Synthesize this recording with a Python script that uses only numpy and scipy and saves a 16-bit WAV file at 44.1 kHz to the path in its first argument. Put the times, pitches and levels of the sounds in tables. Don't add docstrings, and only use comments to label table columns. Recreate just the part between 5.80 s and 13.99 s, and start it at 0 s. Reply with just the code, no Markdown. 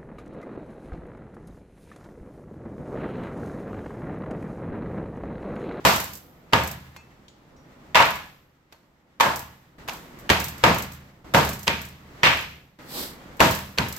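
import sys
import numpy as np
from scipy import signal
from scipy.fft import rfft, irfft, next_fast_len
from scipy.io import wavfile
from scipy.ndimage import uniform_filter1d, map_coordinates

SR = 44100
rng = np.random.default_rng(int(sys.argv[2]) if len(sys.argv) > 2 else 0)


def store_pcm(level_fs):
    pcm = np.round(np.clip(level_fs, -1, 1) * 32767).astype(np.int16)
    wavfile.write(sys.argv[1], SR, np.atleast_2d(pcm).T)


N = 361046


def amp(db):
    return 10 ** (np.asarray(db) / 20)


def unit(x):
    return x / np.sqrt(np.mean(x ** 2) + 1e-20)


def along(points, hz):
    f, v = np.transpose(points)
    return np.interp(np.log(hz + 1), np.log(f + 1), v)


def curves(rows):
    s, *cols = np.transpose(rows)
    return [np.interp(np.arange(N) / SR, s, c) for c in cols]


def filtered(x, response):
    n = x.shape[-1]
    m = next_fast_len(n + 8192)
    return irfft(rfft(x, m) * response(np.fft.rfftfreq(m, 1 / SR)), m)[..., :n]


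def thin(x):
    low_hz = 250
    return filtered(x, lambda f: (1j * f / (low_hz + 1j * f)) ** 2)


# frequency in Hz, left-right correlation (below 0 counts as 0).
LIKENESS = [(60, 0.95), (180, 0.98), (550, 0.65), (1650, -0.056), (4970, 0.1), (15000, -1)]


def rush(spectrum, size):
    turn = lambda hz: np.arccos(np.clip(along(LIKENESS, hz), 0, 1)) / 2
    mid, side = filtered(rng.standard_normal((2, size)),
                         lambda hz: spectrum(hz) * [np.cos(turn(hz)), np.sin(turn(hz))])
    return unit(np.array([mid + side, mid - side]))


def wobble(rate):
    return map_coordinates(rng.standard_normal(N // 100), [np.arange(N) * rate / SR])


def ring(modes_hz, modes, t, rough=0.093):
    knots = rng.standard_normal((2, len(modes), 100))
    knot_at = np.arange(100)
    total = 0
    for hz, (db, t60), a, b in zip(modes_hz, modes, *knots):
        in_phase = np.interp(t * 45, knot_at, a)
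        quadrature = np.interp(t * 45, knot_at, b)
        waver = 1 + rough * (in_phase + 1j * quadrature)
        level = amp(db + rng.normal(0, 0.83) - 60 * t / t60)
        total = total + level * np.imag(waver * np.exp(2j * np.pi * hz * t))
    return total


def add(out, s, sound):
    part = out[:, round(s * SR):][:, :sound.shape[-1]]
    part += sound[..., :part.shape[-1]]


# start in seconds, level in dB, room in dB, crunch in seconds, thump in dB, snap in dB,
# treble in dB, skin in dB, board ring in dB, crack in dB.
BLOWS = [(0.05, 1.5, -6, 0.031, 5.5, 3.5, 2, -44, -22.5, -18),
         (0.733, 5, -11, 0.005, 10.5, 4, -6, -28, -23, -15),
         (1.163, -27, -29, 0.021, -8, -3, 3, -32, -30, -13),
         (2.154, 3, -6, 0.025, -4.5, 7, -7.5, -16, -26, -15),
         (2.202, 5, -12.5, 0.012, -6.5, -1.5, -15, -32, -27, -32.5),
         (2.225, -14, -14.5, 0.021, 17.5, 5, 3.5, -8, -22.5, 0),
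         (2.924, -32, -18, 0.014, 12, 8, 8, -31, -28, -18),
         (3.407, 4.5, -14.5, 0.033, -4.5, 1, -4, -20.5, -26.5, -16),
         (3.459, -8.5, -5, 0.018, 4.5, -6.5, -16, -33, -21, -7.5),
         (4.085, -13, -12.5, 0.007, -8.5, 1, 2, -19.5, -36, -9.5),
         (4.094, -21.5, -16, 0.035, -10, 8, 6, -30, -26.5, -1.5),
         (4.5, 4, -10.5, 0.0085, 12, 8, -0.5, -20.5, -29.5, -9.5),
         (4.838, 8, -13, 0.041, 11.5, 4, -6, -43, -27.5, -18),
         (5.546, 4, -9, 0.033, 13.5, 3, -1.5, -18, -22, -18),
         (5.878, -1.5, -10.5, 0.0062, 16.5, 14.5, 1.5, -20.5, -26, -7),
         (6.432, -4, -0.5, 0.024, 10.5, 17, -1, -39.5, -31, -12.5),
         (6.469, 1.5, -12.5, 0.0099, -3, 10.5, -10.5, -17, -26.5, -44.5),
         (7.603, 5.5, -9, 0.03, 10.5, 2.5, -1.5, -29, -23.5, -13),
         (7.984, -2.5, -12, 0.02, 19, 10, 2.5, -21.5, -28, -4)]
# frequency in Hz, density in dB per Hz before the tilt.
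CHOP_SPECTRUM = [(24, -47.5), (40, -8.5), (271, -12.5), (349, -12.5), (550, -7), (844, -3), (933, 0.5),
                 (1290, -6), (1620, -9), (7180, -24.5), (8790, -25.5), (12800, -25), (15300, -30.5),
                 (16500, -49.5)]
# frequency in Hz, t60 in seconds.
ROOM_T60 = [(60, .6), (300, 0.38), (1000, 0.43), (3000, 0.5), (8000, 0.58), (16000, 0.79)]
# strength in dB, t60 in seconds.
BOARD_HZ = [527, 560, 652, 916, 957, 1055, 1222, 1570, 1690]
BOARD_MODES = [(-5.5, 0.19), (-2, 0.19), (-4.5, 0.4), (4, 0.29), (0, 0.1), (-12, 0.33), (-8, 0.36),
               (-6, 0.34), (-9, 0.52)]
# strength in dB, t60 in seconds.
COUNTER_HZ = [68, 76, 103, 116, 133, 161, 197, 281]
COUNTER_MODES = [(-10, 0.57), (1, 0.98), (-16, 1.1), (-11.5, 1.3), (-6.5, 1.4), (-6.5, 1.1), (-3.5, 0.99),
                 (3, 0.21)]
COUNTER_DB, COUNTER_DB_PER_THUMP_DB = -37.5, .45
SKIN_LEAD_S = .008


def chops():
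    out, t = np.zeros((2, N)), np.arange(SR) / SR
    short = t[:SR // 10]
    skin_fade = 1.2 * amp(-60 * short / 0.03) + 0.75 * amp(-60 * short / 0.092)
    skin_fade = skin_fade * (1 - np.exp(-short / 0.0013))
    knock_fade = amp(-60 * short / .045) * (1 - np.exp(-short / 0.00049))
    for s, db, room_db, crunch_s, thump_db, snap_db, treble_db, skin_db, board_db, _ in BLOWS:
        tilt = [(45, thump_db - 14.5), (90, thump_db + 1.5), (250, thump_db),
                (900, 0.029), (2500, snap_db), (9000, treble_db)]
        tone = lambda hz: amp(along(CHOP_SPECTRUM, hz) + along(tilt, hz))
        bright = lambda hz: tone(hz) * (hz / 1000) ** 0.069

        hz, frame_s, z = signal.stft(rush(tone, size=SR), SR, nperseg=256)
        late_s = np.maximum(frame_s - crunch_s, 0)
        lumps = unit(uniform_filter1d(rng.standard_normal(z.shape[1:]), size=12, axis=0))
        decay_db = 1.3 * lumps - 60 * late_s / along(ROOM_T60, hz)[:, None]
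        room = signal.istft(z * amp(decay_db), SR, nperseg=256)[1][:, :SR]

        skin = amp(db + skin_db) * skin_fade * rush(bright, size=len(short))
        add(out, s - SKIN_LEAD_S, thin(skin))
        knock = amp(db - 8.5) * knock_fade * rush(bright, size=len(short))
        add(out, s, thin(knock))
        add(out, s, amp(db + room_db - 7) * room * (1 - np.exp(-t / 0.00082)))
        board = np.array([ring(BOARD_HZ, BOARD_MODES, t), ring(BOARD_HZ, BOARD_MODES, t)])
        add(out, s, amp(db + board_db) * board)
        counter_db = COUNTER_DB + COUNTER_DB_PER_THUMP_DB * thump_db
        counter = ring(COUNTER_HZ, COUNTER_MODES, t, rough=0.4) * (1 - np.exp(-t / 0.012))
        add(out, s, amp(db + counter_db) * counter)
    return out


CRACK_HZ, CRACK_OCT_PER_DB = 2200, .045
CRACK_T60_S, CRACK_Q = .008, 1.2


def cracks():
    out, t = np.zeros((2, N)), np.arange(SR // 20) / SR
    for s, db, *_, snap_db, _, _, _, crack_db in BLOWS:
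        c = CRACK_HZ * 2 ** (CRACK_OCT_PER_DB * snap_db)
        spikes = rng.standard_normal((2, len(t))) * amp(-60 * t / CRACK_T60_S)
        band = lambda f: 1j * f * c / CRACK_Q / (c * c - f * f + 1j * f * c / CRACK_Q)
        burst = filtered(spikes, lambda f: band(f) ** 2)
        burst = burst + 0.7 * burst[::-1]
        add(out, s + .0008, amp(db + crack_db + 5) * burst / np.abs(burst).max())
    return out


# first hop in seconds, last hop in seconds,
# level in dB before the trims in the code, loss in dB a hop.
RATTLES = [(0.16, 0.241, -12.5, 2.5), (0.3335, .3722, -22, 3.5), (0.835, 0.913, -18, 0.5),
           (2.254, 2.355, -20, 2), (3.559, 3.626, -15, 7.5), (4.1335, 4.21, -26, 13),
           (4.388, 4.405, -35, 3), (4.6, 4.683, -12, 2), (4.78, 4.86, -28, 13.5),
           (4.945, 5.023, -17.5, -0.5), (5.119, 5.148, -27, 4.5), (5.649, 5.7323, -14.5, 1.5),
           (5.792, 5.867, -23.5, 0), (6.016, 6.086, -23, 4), (6.535, 6.608, -27, -1),
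           (7.568, 7.65, -36, 15), (7.71, 7.7885, -11.5, 5), (8.085, 8.164, -19, 0.8)]
# frequency in Hz, density in dB per Hz.
FOIL_SPECTRUM = [(1500, -46), (4000, -6), (8000, -2), (10000, -4.5), (13000, 2.5), (16000, -6.5)]
SECOND_HOP_DB, RUSTLE_T60_S = 2, 0.18


def foil():
    out, t = np.zeros((2, N)), np.arange(SR // 5) / SR
    fade = amp(-60 * t / 0.017) + 0.37 * amp(-60 * t / RUSTLE_T60_S)
    fade = fade * (1 - np.exp(-t / 0.00074))
    for first_s, last_s, db, loss_db in RATTLES:
        for hop in range(3):
            level_db = db - 9 - loss_db * hop + SECOND_HOP_DB * (hop == 1)
            noise = rush(lambda hz: amp(along(FOIL_SPECTRUM, hz)), size=len(t))
            add(out, first_s + (last_s - first_s) * hop / 2, amp(level_db) * fade * noise)
    return out


# start in seconds, tick in dB before its trim, tick centre in Hz, ring in dB,
# most woken pitch in Hz, fall away from it in dB per square root of an octave.
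TOUCHES = [(1.1636, -42, 1100, -46, 2500, 13), (1.482, -40, 3400, -59, 6983, 30),
           (1.764, -56, 5000, -59, 5703, 30), (2.9243, -46, 1100, -64, 4299, 20)]
# frequency in Hz, t60 in seconds, strength in dB.
BLADE_HZ = [2115, 2442, 2630, 3435, 4299, 4950, 5703, 6511, 6983, 7900, 8520, 9525]
BLADE_T60_S = [.2, .2, .33, .15, .3, .12, .3, .2, .2, .22, .2, .12]
BLADE_DB = [0, 0, 0, 0, -1, 1, -4, 1, -2, -3, -6, -6]
RING_DELAY_S = .003


def blade():
    out, t = np.zeros((2, N)), np.arange(SR // 2) / SR
    tick_fade = amp(-60 * t / 0.032) + 0.23 * amp(-60 * t / 0.63)
    for s, tick_db, tick_hz, ring_db, spot_hz, fall_db in TOUCHES:
        peaked = lambda hz: (hz > 700) * amp(-12 * abs(np.log2(hz / tick_hz + 0.0092)))
        add(out, s, amp(tick_db - 7) * tick_fade * rush(peaked, size=len(t)))
        octaves_away = abs(np.log2(np.array(BLADE_HZ) / spot_hz))
        woken_db = ring_db + np.array(BLADE_DB) - fall_db * np.sqrt(octaves_away)
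        modes = list(zip(woken_db, BLADE_T60_S))
        steel = np.array([ring(BLADE_HZ, modes, t, rough=.5), ring(BLADE_HZ, modes, t, rough=.5)])
        add(out, s + RING_DELAY_S, steel)
    return out


# frequency in Hz, density in dB per Hz.
SCUFF_SPECTRUM = [(500, -25), (900, 6), (2500, 0), (3200, 4), (4300, 8.5), (5600, 2), (6600, -4),
                  (8000, 2.5), (12800, 5), (15800, -2.5)]
SLIDE_S, SLIDE_DB = 7.19, -29
SPEED_UP_S, SLOW_DOWN_S = 0.075, 0.1
RUB_DB = -5


def slide():
    t = np.arange(N) / SR - SLIDE_S
    hiss_db = SLIDE_DB - 10 * np.abs(t / np.where(t < 0, SPEED_UP_S, SLOW_DOWN_S)) ** 1.8
    hiss = rush(lambda hz: amp(along(SCUFF_SPECTRUM, hz)), size=N)
    rumble_spectrum = [(90, -20), (230, -2), (900, -15.5), (2000, -37.0)]  # (Hz, dB per Hz)
    rumble = rush(lambda hz: amp(along(rumble_spectrum, hz)), size=N)
    rub = hiss + amp(RUB_DB + 1.9 * wobble(35)) * rumble
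    return amp(hiss_db + 0.78 * wobble(85)) * rub


def lingering(db, swell_s, t60_s):
    out, t = np.zeros((1, N)), np.arange(SR) / SR
    for s, blow_db, room_db, *_ in BLOWS:
        fade = amp(blow_db + room_db + db - 60 * t / t60_s)
        add(out, s, fade * (1 - np.exp(-(t / swell_s) ** 2)))
    return out[0]


# time in seconds, hum in dB, hiss in dB before its floor.
KITCHEN_LEVELS = [
    [(0.0, -42, -52), (0.47, -49.5, -64), (1.01, -51.5, -52.5), (1.54, -52.5, -64), (2.14, -46, -55.5)],
    [(2.15, -51, -61.5), (2.276, -51.5, -50.5), (2.73, -60.5, -79), (3.704, -56, -57.5), (3.98, -55.5, -64)],
    [(3.984, -43.5, -50), (4.142, -42.5, -54), (4.892, -43.5, -43), (5.266, -51, -55),
     (5.442, -53.5, -63.5)],
    [(5.446, -40.5, -51.5), (5.788, -48.5, -50), (6.17, -50, -56), (6.504, -40, -47.5), (6.985, -61, -76)],
    [(6.989, -43, -48.5), (7.217, -43.5, -49), (7.491, -41.5, -50), (7.951, -46, -54), (8.187, -47, -43)],
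]
# frequency in Hz, density in dB per Hz.
HUM_SPECTRUM = [(12, -44.5), (20, -7.5), (75, -1.5), (96, -9.5), (138, -3), (301, -6.5), (424, -12),
                (489, -11), (1500, -22), (1950, -53.5), (3300, -120)]
HISS_SPECTRUM = [(470, -33), (800, -10), (1340, -8.5), (1450, -11), (1920, -8), (2290, -12), (2470, -14),
                 (9570, -29.5), (13800, -30), (16500, -42)]
# level in dB relative to blow plus room, swell in seconds, t60 in seconds.
LINGER = [(-34.5, 0.11, 0.92), (-43, .12, 0.97), (-38, .1, .5)]
QUIETEST_HISS_DB, SIZZLE_DB = -67, -15


def kitchen():
    hum_db, hiss_db = curves(np.concatenate(KITCHEN_LEVELS))
    hiss_db = np.maximum(hiss_db, QUIETEST_HISS_DB)
    steady_db = [hum_db, hiss_db, hiss_db + SIZZLE_DB]
    low, mid, top = [np.hypot(amp(db), lingering(*row)) for db, row in zip(steady_db, LINGER)]
    hum = low * amp(0.47 * wobble(15.0)) * rush(lambda hz: amp(along(HUM_SPECTRUM, hz)), size=N)
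    hiss = mid * amp(0.82 * wobble(37)) * rush(lambda hz: amp(along(HISS_SPECTRUM, hz)), size=N)
    sizzle_spectrum = [(5000, -29.5), (9000, -1.5), (13000, -5.0), (16000, -4)]  # (Hz, dB per Hz)
    sizzle = top * amp(1.3 * wobble(30)) * rush(lambda hz: amp(along(sizzle_spectrum, hz)), size=N)
    return hum + hiss + sizzle


def scene():
    return chops() + cracks() + foil() + blade() + slide() + kitchen()


# frequency in Hz, gain in dB.
MIC_RESPONSE = [(60, -5), (8000, 0), (8700, -6.5), (10500, -7.5), (13000, 0), (15500, -3.5)]
# frequency in Hz, left minus right in dB.
PORT_BALANCE = [(60, 0.5), (180, -2), (550, 0), (1650, -0.5), (4970, 0), (15000, -6)]
TOP_HZ, CEILING = 16000, .97


def record(dry):
    ports = filtered(dry, lambda hz: amp(along(MIC_RESPONSE, hz) + along(PORT_BALANCE, hz) * [[.5], [-.5]]))
    soft = ports / (1 + np.abs(ports / CEILING) ** 6) ** (1 / 6)
    return filtered(soft, lambda hz: np.clip((TOP_HZ - hz) / 200, 0, 1))


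dry = scene()
out = record(dry)
store_pcm(out)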